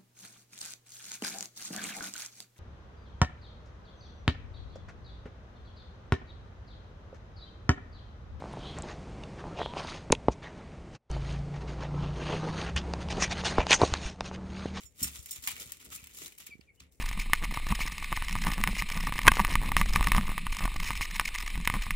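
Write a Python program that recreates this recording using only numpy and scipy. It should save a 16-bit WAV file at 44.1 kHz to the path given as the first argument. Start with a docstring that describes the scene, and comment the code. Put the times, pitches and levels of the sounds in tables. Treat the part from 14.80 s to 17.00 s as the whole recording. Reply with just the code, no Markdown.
"""Inside a plastic brooder tub, stereo microphone close above a chick that scratches in loose grain.
Each stroke of a foot or beak stirs a swarm of tiny seed clicks; pecks snap, and now and then
something small and metallic rings. The tub floor thumps and booms softly, a few faint peeps slip out,
and the walls return a short echo. Quiet room tone lies underneath."""
import sys
import numpy as np
from scipy import signal
from scipy.fft import rfft, irfft
from scipy.io import wavfile
from scipy.ndimage import uniform_filter1d

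SR = 44100
rng = np.random.default_rng(int(sys.argv[2]) if len(sys.argv) > 2 else 0)


def int16_out(signal):
    """Quantize to a 16-bit WAV file."""
    q = np.round(np.clip(np.atleast_2d(signal).T, -1, 1) * 32767)
    wavfile.write(sys.argv[1], SR, q.astype(np.int16))


N = 97020
T = np.arange(N) / SR
SEEDS_PER_S, BODY_HZ = 1900, 4200


def amp(db):
    """Decibels to gain."""
    return 10 ** (np.asarray(db) / 20)


def unit(x):
    """Scales to rms 1."""
    return x / np.sqrt(np.mean(x ** 2) + 1e-20)


def read(points, hz):
    """Reads a table on a log-frequency axis."""
    f, value = np.transpose(points)
    return np.interp(np.log(hz + 1), np.log(f + 1), value)


def add(mix, s, sound):
    """Mixes a sound in at time s."""
    part = mix[..., max(round(s * SR), 0):][..., :sound.shape[-1]]
    part += sound[..., :part.shape[-1]]


def convolve(x, response):
    """Convolves along time, up to the scene's length."""
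    return signal.fftconvolve(np.atleast_2d(x), np.atleast_2d(response), axes=1)[:, :N]


def colour(points, size=4096):
    """Causal filter with the given spectrum."""
    log_gain = np.log(amp(read(points, abs(np.fft.fftfreq(size, 1 / SR)))))
    return np.fft.ifft(np.exp(np.conj(signal.hilbert(log_gain)))).real[:size // 2]


def tinted(x, points):
    """Colours a sound with a filter of unit energy."""
    taps = colour(points)
    return convolve(x, taps / np.linalg.norm(taps))


def flattened(x, size=161):
    """Evens out the broad shape of a short sound's spectrum, leaving unit energy."""
    spectrum = rfft(np.pad(x, ((0, 0), (size, size))))
    smooth_power = uniform_filter1d(uniform_filter1d(abs(spectrum) ** 2, size), size)
    return irfft(spectrum / np.sqrt(abs(smooth_power) + 1e-20))[:, size:-size]


def with_body(x, body_db):
    """Raises or lowers the body: everything under BODY_HZ."""
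    body = signal.sosfiltfilt(signal.butter(2, BODY_HZ, fs=SR, output="sos"), x)
    return x + (amp(body_db) - 1) * body


def swell(peak, rise, fall):
    """Exponential rise and fall of one stroke."""
    return np.exp(-np.maximum((peak - T) / rise, (T - peak) / fall))


def waver(span, size=SR // 10):
    """Random drift of rms 1, smoothed over span samples."""
    return unit(uniform_filter1d(rng.standard_normal(size), span))


def wash(points, shared=.615):
    """Coloured noise, mostly common to both sides of the microphone."""
    middle = np.sqrt(shared) * rng.standard_normal(N)
    sides = np.sqrt(1 - shared) * rng.standard_normal((2, N))
    return unit(tinted(middle + sides, points))


# decay between the tub walls: f/Hz, t60/s
WALL_DECAY = [(300, 0.087), (2200, 0.1522), (5000, 0.1084), (15000, 0.0391)]

def tub_echo(wet_db, size=12000, near_decay_s=.002454, left_lead_s=.0002357):
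    """From one spot in the tub to the microphone: direct sound, near walls, short tail."""
    t = np.arange(size) / SR
    near, tail = rng.standard_normal((2, 2, size))
    near *= (rng.random((2, size)) < .25) * np.exp(-t / near_decay_s) * (t > left_lead_s)
    hz, age, spectra = signal.stft(tail, SR, nperseg=128)
    decay = amp(-60 * age / read(WALL_DECAY, hz)[:, None])
    tail = signal.istft(spectra * decay, SR, nperseg=128)[1][:, :size]
    out = amp(wet_db) * (amp(6.5) * unit(near) + amp(1.5) * unit(tail)) / np.sqrt(size)
    out[0, 0] += 1  # the direct sound reaches the left side first
    out[1, round(left_lead_s * SR)] += 1
    return unit(out) / np.sqrt(size)


# the room around the tub: f/Hz, relative level/dB
ROOM_COLOUR = [(20, -63.5), (40, 4.5), (65, 0.5), (100, -4.5), (170, -7), (270, -12), (450, -10.5),
               (800, -24), (1500, -30.5), (2200, -20), (4000, -43), (9000, -33), (16000, -61.5)]

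def room_tone():
    """Steady, low noise of the room."""
    return amp(-69.5) * wash(ROOM_COLOUR)


# strokes through the grain, close below the microphone: peak t/s, level/dB, rise/s, fall/s, body/dB
STROKES = [(.005, -54, 0.0214, 0.0356, 3.5), (0.037, -57, 0.023, 0.0133, 2),
           (.12, -65.5, 0.0166, 0.0055, -6), (0.205, -41.5, 0.0173, 0.054, -2.5),
           (.245, -41.5, 0.0097, 0.0296, 4), (0.277, -42.5, 0.0115, 0.0221, 2),
           (0.357, -44, 0.0277, 0.0408, -0.5), (0.427, -54.5, 0.045, 0.0376, -8.5),
           (0.493, -49, 0.0278, 0.016, -2), (0.52, -38.5, 0.0105, 0.0042, -14),
           (0.56, -44, 0.011, 0.0237, -0.5), (0.64, -39.5, 0.01296, 0.0161, -0.5),
           (0.684, -40, 0.01, 0.0354, -5), (0.715, -40, .008, 0.0114, 0.5),
           (0.768, -50.5, 0.0178, 0.0142, 6), (0.809, -39, 0.0165, 0.0248, -2),
           (0.862, -47, 0.0126, 0.0127, -4), (0.89, -46.5, 0.0083, 0.0189, 3),
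           (0.931, -52, 0.007, 0.0243, -0.5), (.968, -55, .01, 0.0213, -1.5),
           (1.013, -53, 0.0136, 0.039, 5), (1.055, -47.5, 0.0081, 0.0061, 0),
           (1.13, -43, 0.0203, 0.0293, 1), (1.155, -38, 0.0089, 0.0101, -11), (1.19, -56, 0.014, 0.074, 1),
           (1.237, -53.5, 0.0154, 0.0215, 5.5), (1.302, -58.5, .012, 0.078, 1),
           (1.348, -48, 0.0092, 0.0197, -4), (1.375, -45, 0.0124, 0.0444, -4),
           (1.42, -45.5, 0.0158, 0.0535, -1.5), (1.461, -47, 0.028, 0.0101, -2),
           (1.515, -69.5, .012, 0.029, 9), (1.601, -48.5, 0.0054, 0.0239, 4),
           (1.635, -61, 0.0104, 0.0738, 4), (1.671, -57.5, 0.0064, 0.0274, 9),
           (1.829, -74, .012, 0.0297, 10), (1.95, -71, 0.0146, 0.0265, -12),
           (2.016, -68.5, 0.0052, 0.0331, 13), (2.12, -65.5, 0.005, 0.044, -9),
           (2.175, -70.5, .014, 0.058, -23)]
# seed clicks at close range: f/Hz, relative level/dB
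SEED_COLOUR = [(60, -23), (200, -7.5), (420, -7.5), (700, -11.5), (1100, -4), (1400, 1), (1650, -6.5),
               (1950, 1.5), (2400, 1), (3500, 0), (4700, -2), (6000, 0.5), (7300, 2), (8500, 1),
               (10300, -2), (12000, -1.5), (13500, -2), (15000, 1), (16000, -1.5)]

def rustle(kinds=16, spread_db=3.8, clump_db=2.6, clump_s=.003):
    """Strokes stir swarms of uneven seed clicks; each kind of seed rings at its own pitch and spot."""
    sizes = amp(spread_db * np.minimum(rng.exponential(1, N), 4))
    clicks = sizes * rng.choice([-1, 1], N) * (rng.random(N) < SEEDS_PER_S / SR)
    clicks /= np.sqrt(abs(uniform_filter1d(clicks ** 2, 500)) + 1e-6)  # even out the swarm's power
    clicks = unit(clicks * amp(clump_db * waver(round(clump_s * SR), N)))
    kind = rng.integers(0, kinds, N)
    power = np.array([(amp(db) * swell(s, rise, fall)) ** 2 for s, db, rise, fall, _ in STROKES]) + 1e-20
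    total = power.sum(0)
    body_db = np.array(STROKES)[:, 4] @ power / total  # the loudest stroke counts most
    out = np.zeros((2, N))
    for k, hz in enumerate(np.geomspace(2000, 11000, kinds)):
        echo = tub_echo(wet_db=-2)
        ring = signal.lfilter(*signal.iirpeak(hz, Q=12, fs=SR), echo)
        seed = unit(echo + 3 * ring) / np.sqrt(echo.shape[1])
        out += convolve(clicks * (kind == k) * np.sqrt(total), seed)
    return tinted(with_body(out, body_db), SEED_COLOUR)


# the tub floor under shuffling feet: f/Hz, relative level/dB
SHUFFLE_COLOUR = [(20, -35), (60, -2), (130, 0), (260, 1), (450, -8), (800, -15.5), (3000, -72.5)]

def shuffle():
    """The tub floor rumbles under the strokes."""
    effort = sum(amp(db) * swell(s, rise, fall) for s, db, rise, fall, _ in STROKES)
    return amp(-69.5) * unit(effort ** .81 * wash(SHUFFLE_COLOUR))


# thumps on the tub floor: t/s, level/dB, half-width/s, boom/dB, left minus right/dB
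THUMPS = [(.045, -57, 0.00316, -13.5, 13), (0.2197, -36, 0.001186, -20, -7.5),
          (0.2234, -44, 0.00132, -0.5, -4), (0.232, -39.5, 0.001103, -4.5, -5),
          (0.2528, -38.5, 0.00115, -8, -6.5), (0.394, -51.5, 0.0026, -19.5, 17.5),
          (0.588, -56.5, 0.00276, -17, 15.5), (0.736, -55.5, 0.00176, -10.5, 6),
          (0.788, -57.5, 0.000365, -4.5, -8), (0.864, -50.5, 0.00174, -11.5, -5),
          (1.071, -58.5, 0.00081, 0, -9), (1.123, -71.5, 0.0012, 10, -9.5),
          (1.229, -52, 0.0015, -7.5, -7.5), (1.6937, -63, 0.000663, -12, -33),
          (1.7548, -54.5, 0.000845, -17.5, -25), (1.795, -51, 0.00086, -23, -21.5),
          (2.012, -64, 0.00276, 7, -7)]
# the tub's low modes: f/Hz, relative level/dB, t60/s
TUB_MODES = [(71.09, 2, 0.562), (112.85, -8, 0.274), (174.53, -7.5, 0.454), (261.2, -9.5, 0.503)]

def thumps():
    """A soft push and rebound of the tub floor, which then booms."""
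    out = np.zeros((2, N))
    for s, db, width, boom_db, pan_db in THUMPS:
        u, age = (T - s) / width, np.maximum(T - s, 0)
        push = u * np.exp((1 - u ** 2) / 2)
        boom = sum(amp(level - 60 * age / t60) * np.sin(2 * np.pi * hz * age)
                   for hz, level, t60 in TUB_MODES)
        out += amp([[db + pan_db / 2], [db - pan_db / 2]]) * (push + amp(boom_db) * boom)
    return out


# touches on metal in the tub: t/s, level/dB, dulling/(dB per octave)
CLINKS = [(.054, -52, 8), (.061, -52, 8), (.229, -25.5, 0), (.2435, -39, 4), (.388, -50, 14),
          (.462, -50, 14), (.5105, -38.5, 3), (.528, -41, 2), (.663, -39, 9)]
# the metal's modes: f/Hz, relative level/dB, t60/s
METAL_MODES = [(5500, -6, .11), (7048, -5, .11), (8480, -5, .1), (8535, -12, .1), (9250, -14, .1),
               (9458, -10, .11), (9822, -9, .1), (11240, -15, .1), (11620, -12, .1), (11910, -12, .08),
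               (12950, -13, .08), (13660, -7.5, .09), (14030, -9, .07), (14720, -8, .07), (15400, -9, .08),
               (15608, -8, .06)]

def clinks(attack_s=.0003, dull_above_hz=7048):
    """Small metal rings in the same high modes at every touch; soft touches ring duller."""
    out, t = np.zeros((2, N)), np.arange(SR // 4) / SR
    for s, db, dull_db in CLINKS:
        ring = np.zeros_like(t)
        for hz, level, t60 in METAL_MODES:
            uneven_db, phase = rng.standard_normal(2)
            mode_db = level + uneven_db - dull_db * max(np.log2(hz / dull_above_hz), 0)
            ring += amp(mode_db - 60 * t / t60) * np.sin(2 * np.pi * (hz * t + phase))
        add(out, s, amp(db) * ring * (1 - np.exp(-t / attack_s)))
    return convolve(out, tub_echo(wet_db=-14))


# pecks and seed snaps, close below the microphone: t/s, relative level/dB, body/dB, decay/s
PECKS = [(0.2282, -21.5, -22.5, 0.0031), (0.232, -32, -4.5, 0.0024), (0.2434, -29.5, -1.5, 0.0027),
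         (0.272, -35, 0.5, 0.00077), (0.315, -47.5, -16.5, 0.00081), (0.4589, -35.5, -3.5, 0.00162),
         (0.4904, -48, -7.5, 0.00048), (0.5091, -28, -22, 0.0044), (0.527, -36.5, -3, 0.0041),
         (0.56, -36.5, -2, 0.00086), (0.6738, -22.5, 7, 0.00138), (0.685, -30, -3.5, 0.00068),
         (0.7084, -34, 5, 0.00102), (0.7174, -34.5, -1, 0.00049), (0.765, -43, 11, 0.00116),
         (0.7994, -39, -4, 0.00093), (0.92, -29, -6.5, 0.00096), (1.001, -50, 2.5, 0.00042),
         (1.0497, -44, -9.5, 0.00116), (1.116, -49.5, 5.5, 0.0009), (1.1288, -42.5, 3, 0.00136),
         (1.149, -39.5, -4, 0.00123), (1.159, -36.5, -3, 0.00193), (1.2417, -43.5, 1, 0.00112),
         (1.271, -41, 0.5, 0.00077), (1.294, -54.5, 6.5, 0.0012), (1.3465, -47.5, -0.5, 0.00083),
         (1.372, -41, -2, 0.00066), (1.419, -42, 9.5, .001), (1.48, -43.5, 4.5, 0.00067),
         (1.5216, -49.5, 8.5, 0.0019), (1.578, -47, 2, 0.0052), (1.583, -40, -7.5, 0.00193),
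         (1.602, -46, 2.5, 0.00082), (1.665, -40, 2, 0.0022), (1.6679, -37.5, -0.5, 0.00254),
         (1.81, -65, 20.5, 0.0028), (2.004, -59.5, 20, 0.002)]
# a peck at close range: f/Hz, relative level/dB
PECK_COLOUR = [(60, -6), (300, -23.5), (520, -22), (700, -15.5), (1050, -4.5), (1450, -8.5), (1800, 4),
               (2400, 7.5), (3500, 1), (5000, -0.5), (8000, 4.5), (10500, 3), (12500, -1.5), (15500, 9)]

def pecks(size=1024, span_s=.004):
    """A beak or claw snaps against seed: a very short crunch."""
    out, t = np.zeros((2, N)), np.arange(size) / SR
    for s, db, body_db, decay in PECKS:
        burst = rng.standard_normal(size) * np.exp(-t / decay)
        crunch = flattened(convolve(burst, tub_echo(wet_db=-4)))
        gain = amp(db) * np.sqrt(span_s * SR)  # the energy of that level held for span_s
        add(out, s, gain * with_body(crunch, body_db))
    return tinted(out, PECK_COLOUR)


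# knocks, ticks and scrapes in the tub: peak t/s, level/dB, rise/s, fall/s, f/Hz, width/octaves
KNOCKS_AND_SCRAPES = [(0.679, -46, 0.0041, 0.0204, 1037, 0.544), (0.682, -44, 0.00215, 0.0505, 2310, 1.72),
                      (.81, -60.5, 0.0312, 0.0363, 364, 1.21), (1.07, -61, 0.029, 0.038, 307.5, 0.83),
                      (1.125, -55, 0.0107, 0.0305, 1404, 0.43), (1.419, -55.5, 0.0039, 0.0347, 388, 1.063),
                      (1.81, -60.5, .001, 0.0048, 4713, 0.32), (2.001, -50, 0.00164, 0.0075, 4200, 1.383)]

def knocks_and_scrapes():
    """Beak or foot knocks, ticks or scrapes: a gritty burst in one band, sharp or slowly swelling."""
    out = np.zeros((2, N))
    for s, db, rise, fall, hz, octaves in KNOCKS_AND_SCRAPES:
        edges = hz * 2 ** (np.array([-.5, .5]) * octaves)
        grit = rng.standard_normal(N) * (rng.random(N) < SEEDS_PER_S / SR)
        band = signal.sosfilt(signal.butter(2, edges, "band", fs=SR, output="sos"), grit)
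        out += amp(db) * swell(s, rise, fall) * unit(convolve(band, tub_echo(wet_db=-13)))
    return out


# the chick's voice, faint even this close:
# t/s, length/s, f/Hz at the start, a third, two thirds and the end, level/dB, octave overtone/dB
PEEPS = [(.765, .032, 2380, 2250, 2220, 2270, -52, -26), (1.17, .024, 2150, 2430, 2600, 2540, -53, -26),
         (1.193, .013, 2300, 2300, 2420, 2650, -56, -26), (1.699, .042, 2780, 2420, 2300, 2260, -46, -21),
         (1.869, .042, 2250, 2390, 2210, 2370, -58, -30), (1.963, .036, 2330, 2900, 2980, 2660, -69.5, -30)]

def peeps(jitter=.005, rasp_depth=.08, echo_rise_s=.007):
    """Nearly pure whistles bend in pitch, swell and stop quickly; the tub returns them a moment later."""
    out = np.zeros(N)
    for s, length, *pitches, db, octave_db in PEEPS:
        u = np.arange(0, length, 1 / SR) / length
        bend = np.polyfit(np.linspace(0, 1, 4), pitches, 3)
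        hz = np.polyval(bend, u) * (1 + jitter * waver(60)[:len(u)])
        phase = 2 * np.pi * np.cumsum(hz) / SR
        envelope = np.sin(np.pi / 2 * np.interp(u, [0, .8, 1], [0, 1, 0]))
        rasp = 1 + rasp_depth * waver(45)[:len(u)]
        add(out, s, amp(db) * envelope * rasp * (np.sin(phase) + amp(octave_db) * np.sin(2 * phase)))
    echo = tub_echo(wet_db=20)
    walls = flattened(echo * np.minimum(T[:echo.shape[1]] / echo_rise_s, 1) ** 2)
    return out + amp(-5) * convolve(out, walls)


def scene():
    """The chick in its tub, heard from close above, over quiet room tone."""
    contacts = rustle() + pecks() + knocks_and_scrapes() + clinks() + thumps()
    return contacts + peeps() + shuffle() + room_tone()


# the microphone's two ports: f/Hz, left minus right/dB
PORT_BALANCE = [(60, 8), (300, 4.5), (800, -1.5), (1500, -1.5), (2300, 1), (3000, 1.5), (4800, 0.5),
                (6000, 0.5), (7200, -12.5), (8000, -2.5), (8700, 6), (9500, 8.5), (10500, 2.5), (12000, 10),
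                (16000, 1.5)]

def record(dry, low_cut_hz=45.2, high_cut_hz=15900):
    """The microphone above the tub: each port has its own colour, and both ends of the band are cut."""
    ports = np.array([colour([(hz, side * db / 2) for hz, db in PORT_BALANCE]) for side in (1, -1)])
    low_cut = signal.butter(3, low_cut_hz, "high", fs=SR, output="sos")
    high_cut = signal.firwin(401, high_cut_hz, window=("kaiser", 8), fs=SR)
    picked_up = signal.sosfilt(low_cut, convolve(dry, ports))
    return signal.oaconvolve(picked_up, high_cut[None], "same", axes=1)


dry = scene()
out = record(dry)
int16_out(out)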